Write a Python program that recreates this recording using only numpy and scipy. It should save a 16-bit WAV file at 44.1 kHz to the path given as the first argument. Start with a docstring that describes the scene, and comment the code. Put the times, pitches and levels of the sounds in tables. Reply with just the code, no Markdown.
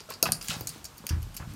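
"""A faint pad scuff and a claw click come first, over a low hush: a small dog walks on laminate nearby.
Hard claws excite the high modes of board and claw, padded toes knock on the hollow board, and sliding
pads rustle by friction. Paw weight drives the low modes of the floor; one heavier landing booms.
The quiet room adds one wall echo and a short reverberant tail."""
import sys
import numpy as np
from scipy import signal
from scipy.fft import rfft, irfft
from scipy.io import wavfile
from scipy.ndimage import uniform_filter1d

SR = 44100
rng = np.random.default_rng(int(sys.argv[2]) if len(sys.argv) > 2 else 0)


def generate_wav(signal):
    """Clip the signal to [-1, 1] and save it as 16-bit WAV at the path in sys.argv[1]."""
    frames = np.transpose(np.atleast_2d(signal))
    scaled = np.clip(frames, -1, 1) * 32767
    pcm = np.round(scaled).astype(np.int16)
    wavfile.write(sys.argv[1], SR, pcm)


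N = 68355


def undb(db):
    return 10 ** (np.asarray(db) / 20)


def unit_rms(x):
    return x / np.sqrt(np.mean(x ** 2))


def add(out, start_s, x):
    """Superposition: x joins the mix at start_s."""
    i = int(round(start_s * SR))
    x = x[max(-i, 0):N - i]
    out[max(i, 0):max(i, 0) + len(x)] += x


def ring(hz, db, t60, length_s):
    """Free vibration: a sum of exponentially damped modes."""
    t = np.arange(int(length_s * SR))[:, None] / SR
    return np.sum(undb(db - 60 * t / t60) * np.sin(2 * np.pi * hz * t), axis=1)


def bell(hz, centre_hz, octaves):
    """Band-pass gain in dB, 10 dB down at the given octaves from the centre."""
    return -10 * (np.log2(np.maximum(hz, 1) / centre_hz) / octaves) ** 2


def colour(x, gain_db):
    """Linear filtering: the spectrum is weighted by gain_db(f)."""
    return irfft(rfft(x) * undb(gain_db(np.fft.rfftfreq(len(x), 1 / SR))), len(x))


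def pad_scuffs():
    """Sliding friction: a dragging pad sheds dense, uneven impulses that swell, stutter and fade."""
    # pad slides: t/s, duration/s, level/dB, centre f/Hz, half-width/octaves
    slides = [(-.02, 0.017, -38, 2700, 1.3), (0.089, 0.033, -45, 3960, 1.4), (0.103, 0.023, -43, 736, 1.44),
              (0.256, 0.023, -34, 2080, 1.42), (0.411, 0.099, -45.5, 4400, 4.7),
              (0.482, 0.058, -35, 3600, 1.54), (0.499, 0.024, -38, 2860, 0.31),
              (0.499, 0.09, -45, 695, 1.36), (0.544, 0.1, -51.5, 5000, 3.1),
              (0.693, 0.091, -51.5, 2300, 2.6), (1.096, 0.055, -46, 1030, 1.68),
              (1.157, 0.024, -49, 272, 0.49), (1.395, 0.039, -45.5, 870, 1.42),
              (1.477, 0.057, -56.5, 2420, 2.2), (1.483, 0.15, -53, 254, 0.27)]
    grains_per_s, scatter_db, stutter_db, stutter_s = 8000, 1.4, 3, 0.004
    out, t = np.zeros(N), np.arange(8192) / SR
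    for start, duration, db, hz, octaves in slides:
        chance, polarity, size, grip = rng.random((4, len(t)))
        grains = (chance < grains_per_s / SR) * np.sign(polarity - .5)
        grains *= undb(-scatter_db * np.log(1e-4 + size))
        rustle = unit_rms(colour(grains, lambda f: bell(f, hz, octaves)))
        grip_db = stutter_db * unit_rms(uniform_filter1d(grip - .5, size=int(stutter_s * SR)))
        age = t / (0.36 * duration)  # the swell peaks at age 1
        add(out, start, undb(db + grip_db) * rustle * age * np.exp(1 - age))
    return out


def hush():
    """Stationary noise: the steady hiss of room and microphone."""
    # noise spectrum: f/Hz, relative spectral level/dB
    spectrum = [(25, -24), (50, -11), (95, -6.5), (445, -19), (979, -17), (1150, -16.5), (1930, -24),
                (2330, -23.5), (6920, -27.5), (9000, -29), (10600, -33.5), (12000, -30.5), (15200, -35),
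                (16500, -63)]
    hz, db = np.array(spectrum).T
    hiss = colour(rng.standard_normal(N), lambda f: np.interp(np.log(f + 1), np.log(hz), db, left=-60))
    return undb(-52.5) * unit_rms(hiss)


def claw_clicks():
    """Impact excitation: chattering contact rings board and claw. Returns clicks and bare cracks."""
    # claw strikes: t/s, level/dB, favoured f/Hz, treble gain/dB, low-mid gain/dB, contact time/s
    strikes = [(0.0034, -35.5, 4500, -21, 14, 0.0031), (0.102, -27.5, 7700, 3.5, -14, 0.0029),
               (0.1204, -32.5, 4590, -17, 17, 0.0044), (0.1374, -30, 4600, -14, 10.5, 0.0026),
               (0.2264, -5, 11460, -3.5, 5.5, 0.0016), (0.2542, -25, 4120, -25, 3, 0.0019),
               (0.3195, -7, 9600, -1.5, 8, 0.0011), (0.411, -30.5, 5300, -20, 13.5, 0.0067),
               (0.4245, -29.5, 9400, -5, -18, 0.0031), (0.475, -32, 6800, -27, 5, 0.0026),
               (0.4829, -19, 7000, -5.5, 17, 0.0012), (0.608, -25, 14300, -1, 9, 0.0028),
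               (0.6707, -20.5, 7300, -3, 4.5, 0.0043), (0.6904, -25, 8840, -3.5, 3, 0.005),
               (0.842, -29.5, 7640, -4.5, 0, 0.0031), (0.8515, -28, 6180, -2.5, 5.5, 0.0048),
               (0.971, -44.5, 6260, -1, -6, 0.0037), (0.9785, -36, 9300, 4, -1, 0.0039),
               (0.9866, -44.5, 4600, -7, -11, 0.0021), (1.0663, -20.5, 9200, 2, 14.5, 0.0011),
               (1.0902, -24, 5360, -6.5, 13.5, 0.006), (1.219, -42, 10000, -4, -6, 0.0022),
               (1.2271, -36.5, 10700, -1, 15, 0.003), (1.3421, -38.5, 9700, 0.5, 15, 0.015),
               (1.3652, -26, 7790, -4.5, 7.5, 0.0014), (1.3704, -30, 6660, 5, 16, 0.005),
               (1.5357, -42.5, 8750, 2, -6, 0.0042)]
    # modes of board and claw: f/Hz, level/dB, T60/s
    modes = [(1300, -6, .006), (2600, -5, .007), (3200, -7, .004), (4600, -1, .014), (5650, -1, .007),
             (6520, 1, .006), (7500, -2, .004), (8600, -3, .004), (9330, -1, .005), (10300, -2, .003),
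             (11430, 1, .004), (12600, -2, .003), (13900, -1, .003), (15100, -3, .003)]
    treble_hz, lowmid_hz, favour_db = 9900, 3600, 8
    touch_s, touch_db, strike_db = 0.0009, -15, 10
    hz, db, t60 = np.array(modes).T
    clicks, cracks = np.zeros(N), np.zeros(N)
    since_strike = np.arange(600) / SR - touch_s  # a light touch precedes the strike
    polarity = (-1) ** np.arange(len(hz))  # neighbouring modes start in antiphase
    for start, level_db, favoured_hz, treble_db, lowmid_db, contact_s in strikes:
        fade = np.exp(-np.abs(since_strike / contact_s) ** 0.9)
        force = rng.standard_normal(len(fade)) * np.where(since_strike < 0, undb(touch_db), fade)
        force[np.argmax(since_strike >= 0)] = undb(strike_db)
        mode_db = db + treble_db * (hz > treble_hz) + lowmid_db * (hz < lowmid_hz)
        mode_db += favour_db * undb(bell(hz, favoured_hz, octaves=0.17))
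        mode_hz = polarity * hz * (1 + 0.012 * rng.standard_normal(len(hz)))
        click = np.convolve(force, np.diff(ring(mode_hz, mode_db, t60, length_s=.03)))
        peak_rms = np.sqrt(uniform_filter1d(click ** 2, size=60).max())
        click *= undb(level_db) / (2 * peak_rms)
        # fourfold damping broadens the resonances; the crack carries the click's energy
        crack = np.diff(ring(mode_hz, mode_db, t60 / 4, length_s=.03))
        crack *= np.sqrt(np.sum(click ** 2) / np.sum(crack ** 2))
        add(clicks, start, click)
        add(cracks, start + touch_s, crack)
    return clicks, cracks


def toe_knocks():
    """Cushioned impact: the toe pad low-passes an uneven force that rings the hollow board."""
    # toe impacts: t/s, peak level/dB, f/Hz, T60 of the lowest partial/s
    impacts = [(0.009, -43.5, 420, 0.04), (0.089, -36.5, 634, 0.086), (0.1, -40.5, 470, 0.065),
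               (0.109, -31, 1160, 0.012), (0.229, -17.5, 470, 0.013), (0.235, -22, 647, 0.039),
               (0.2565, -18.5, 1215, 0.034), (0.2613, -18, 1240, 0.024), (0.267, -21, 990, 0.024),
               (0.289, -23, 760, 0.021), (0.32, -46, 393, 0.019), (0.486, -36.5, 763, 0.12),
               (0.508, -25.5, 1400, 0.02), (0.61, -27.5, 368, 0.009), (0.76, -37.5, 340, 0.021),
               (1.04, -33.5, 443, 0.01), (1.0455, -39.5, 505, 0.014), (1.107, -36, 335, 0.067),
               (1.269, -42.5, 380, 0.013), (1.4, -43, 353, 0.045), (1.42, -42, 1220, 0.035)]
    # board partials: frequency ratio, level/dB
    partials = [(1, 1), (1.45, -17.5), (2.1, -4.5)]
    out, (ratio, db) = np.zeros(N), np.array(partials).T
    age = np.arange(200) / SR / 0.0003  # the contact swells for 0.3 ms
    for start, peak_db, pitch_hz, t60 in impacts:
        force = rng.standard_normal(len(age)) ** 2 * age * np.exp(-age)
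        padded = np.convolve(force, np.hanning(14))
        hz = pitch_hz * ratio * (1 + 0.02 * rng.standard_normal(len(ratio)))
        wood = ring(hz, db, t60 / np.sqrt(ratio), length_s=.1)
        knock = np.diff(np.convolve(padded, wood))
        add(out, start, undb(peak_db) * knock / np.abs(knock).max())
    return out


def paw_thuds():
    """Resonance: a soft push of paw weight sets the floor modes near the paw's pitch booming."""
    # paw landings: t/s, peak level/dB, favoured f/Hz, push duration/s
    landings = [(0.02, -50.5, 65.7, 0.021), (0.089, -60, 88.5, 0.0043), (0.23, -35, 200, 0.0055),
                (0.269, -29, 180, 0.0015), (.281, -35.5, 130, 0.0069), (.292, -26.5, 137, 0.006),
                (0.324, -31, 182, 0.0016), (0.367, -39.5, 53.3, 0.018), (0.492, -27, 131, 0.0029),
                (0.564, -28.5, 126, 0.0032), (0.609, -31.5, 121, 0.0085), (0.68, -35.5, 107, 0.0033),
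                (0.83, -42.5, 60.6, 0.012), (0.932, -42, 145, 0.012), (1.002, -41, 132, 0.0024),
                (1.038, -38, 240, 0.0028), (1.105, -19, 82.5, 0.0032), (1.129, -17.5, 89, 0.0047),
                (1.164, -21, 90.4, 0.0046), (1.212, -24.5, 55, 0.012), (1.275, -38, 148, 0.0061),
                (1.31, -33.5, 49.5, 0.012), (1.35, -44.5, 224, 0.0041), (1.401, -28, 101.5, 0.0029),
                (1.471, -27, 128, 0.006), (1.498, -28.5, 134, 0.0074)]
    # floor modes: f/Hz, level/dB, T60/s
    floor_modes = [(45.3, -4.5, 0.57), (66.3, -10.5, 0.66), (79.1, 6.5, 0.16), (108.24, -2, 0.53),
                   (124.7, 0.5, 0.32), (161.1, 11, 0.19), (206.5, 31.5, 0.0346), (247, -3, 0.098),
                   (325, -8, 0.087)]
    out, (hz, db, t60) = np.zeros(N), np.array(floor_modes).T
    swell_s = 0.0029
    for start, peak_db, pitch_hz, push_s in landings:
        push = np.hanning(int(push_s * SR) + 3)
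        floor = ring(hz, db + bell(hz, pitch_hz, octaves=0.56), t60, length_s=0.75)
        boom = np.convolve(push, floor)
        boom *= 1 - np.exp(-np.arange(len(boom)) / SR / swell_s)
        add(out, start, -undb(peak_db) * boom / np.abs(boom).max())
    return out


def room_tail(x):
    """Reverberation: a diffuse field decays exponentially, the treble sooner than the bass."""
    # reverberant bands: f/Hz, level/dB, T60/s
    bands = [(156, 5.5, 0.61), (520, -7.5, 0.44), (1540, -7.5, 0.37), (4440, -4, 0.15), (9900, -12, 0.24)]
    t, tail, rise_s = np.arange(SR // 2) / SR, 0, 0.00067
    for hz, db, t60 in bands:
        noise = colour(rng.standard_normal(len(t)), lambda f: bell(f, hz, octaves=1))
        envelope = undb(-60 * t / t60) * (1 - np.exp(-t / rise_s))
        energy_norm = np.sqrt(2 * np.log(1000) / t60 / SR)
        tail += undb(db) * noise * envelope * energy_norm
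    return signal.fftconvolve(x, tail)[:N]


def scene():
    """Superposition of direct sound, reflections and hush; the cracks sound only through the room."""
    boom = paw_thuds()
    clicks, cracks = claw_clicks()
    paws = toe_knocks() + pad_scuffs()
    reflections = room_tail(cracks + undb(-9) * clicks + paws + undb(-17) * boom)
    add(reflections, 0.012, undb(-16) * (clicks + paws))  # one wall echo
    return (clicks + paws + boom + reflections + hush())[None]


def record(dry):
    """Band limiting: the deepest bass and the treble above 16 kHz are cut."""
    low_hz, high_hz = 45, 16000
    highpass = signal.butter(3, low_hz, "high", fs=SR, output="sos")
    lowpass = signal.ellip(10, .2, 80, high_hz, fs=SR, output="sos")
    return signal.sosfilt(lowpass, signal.sosfilt(highpass, dry))


dry = scene()
out = record(dry)
generate_wav(out)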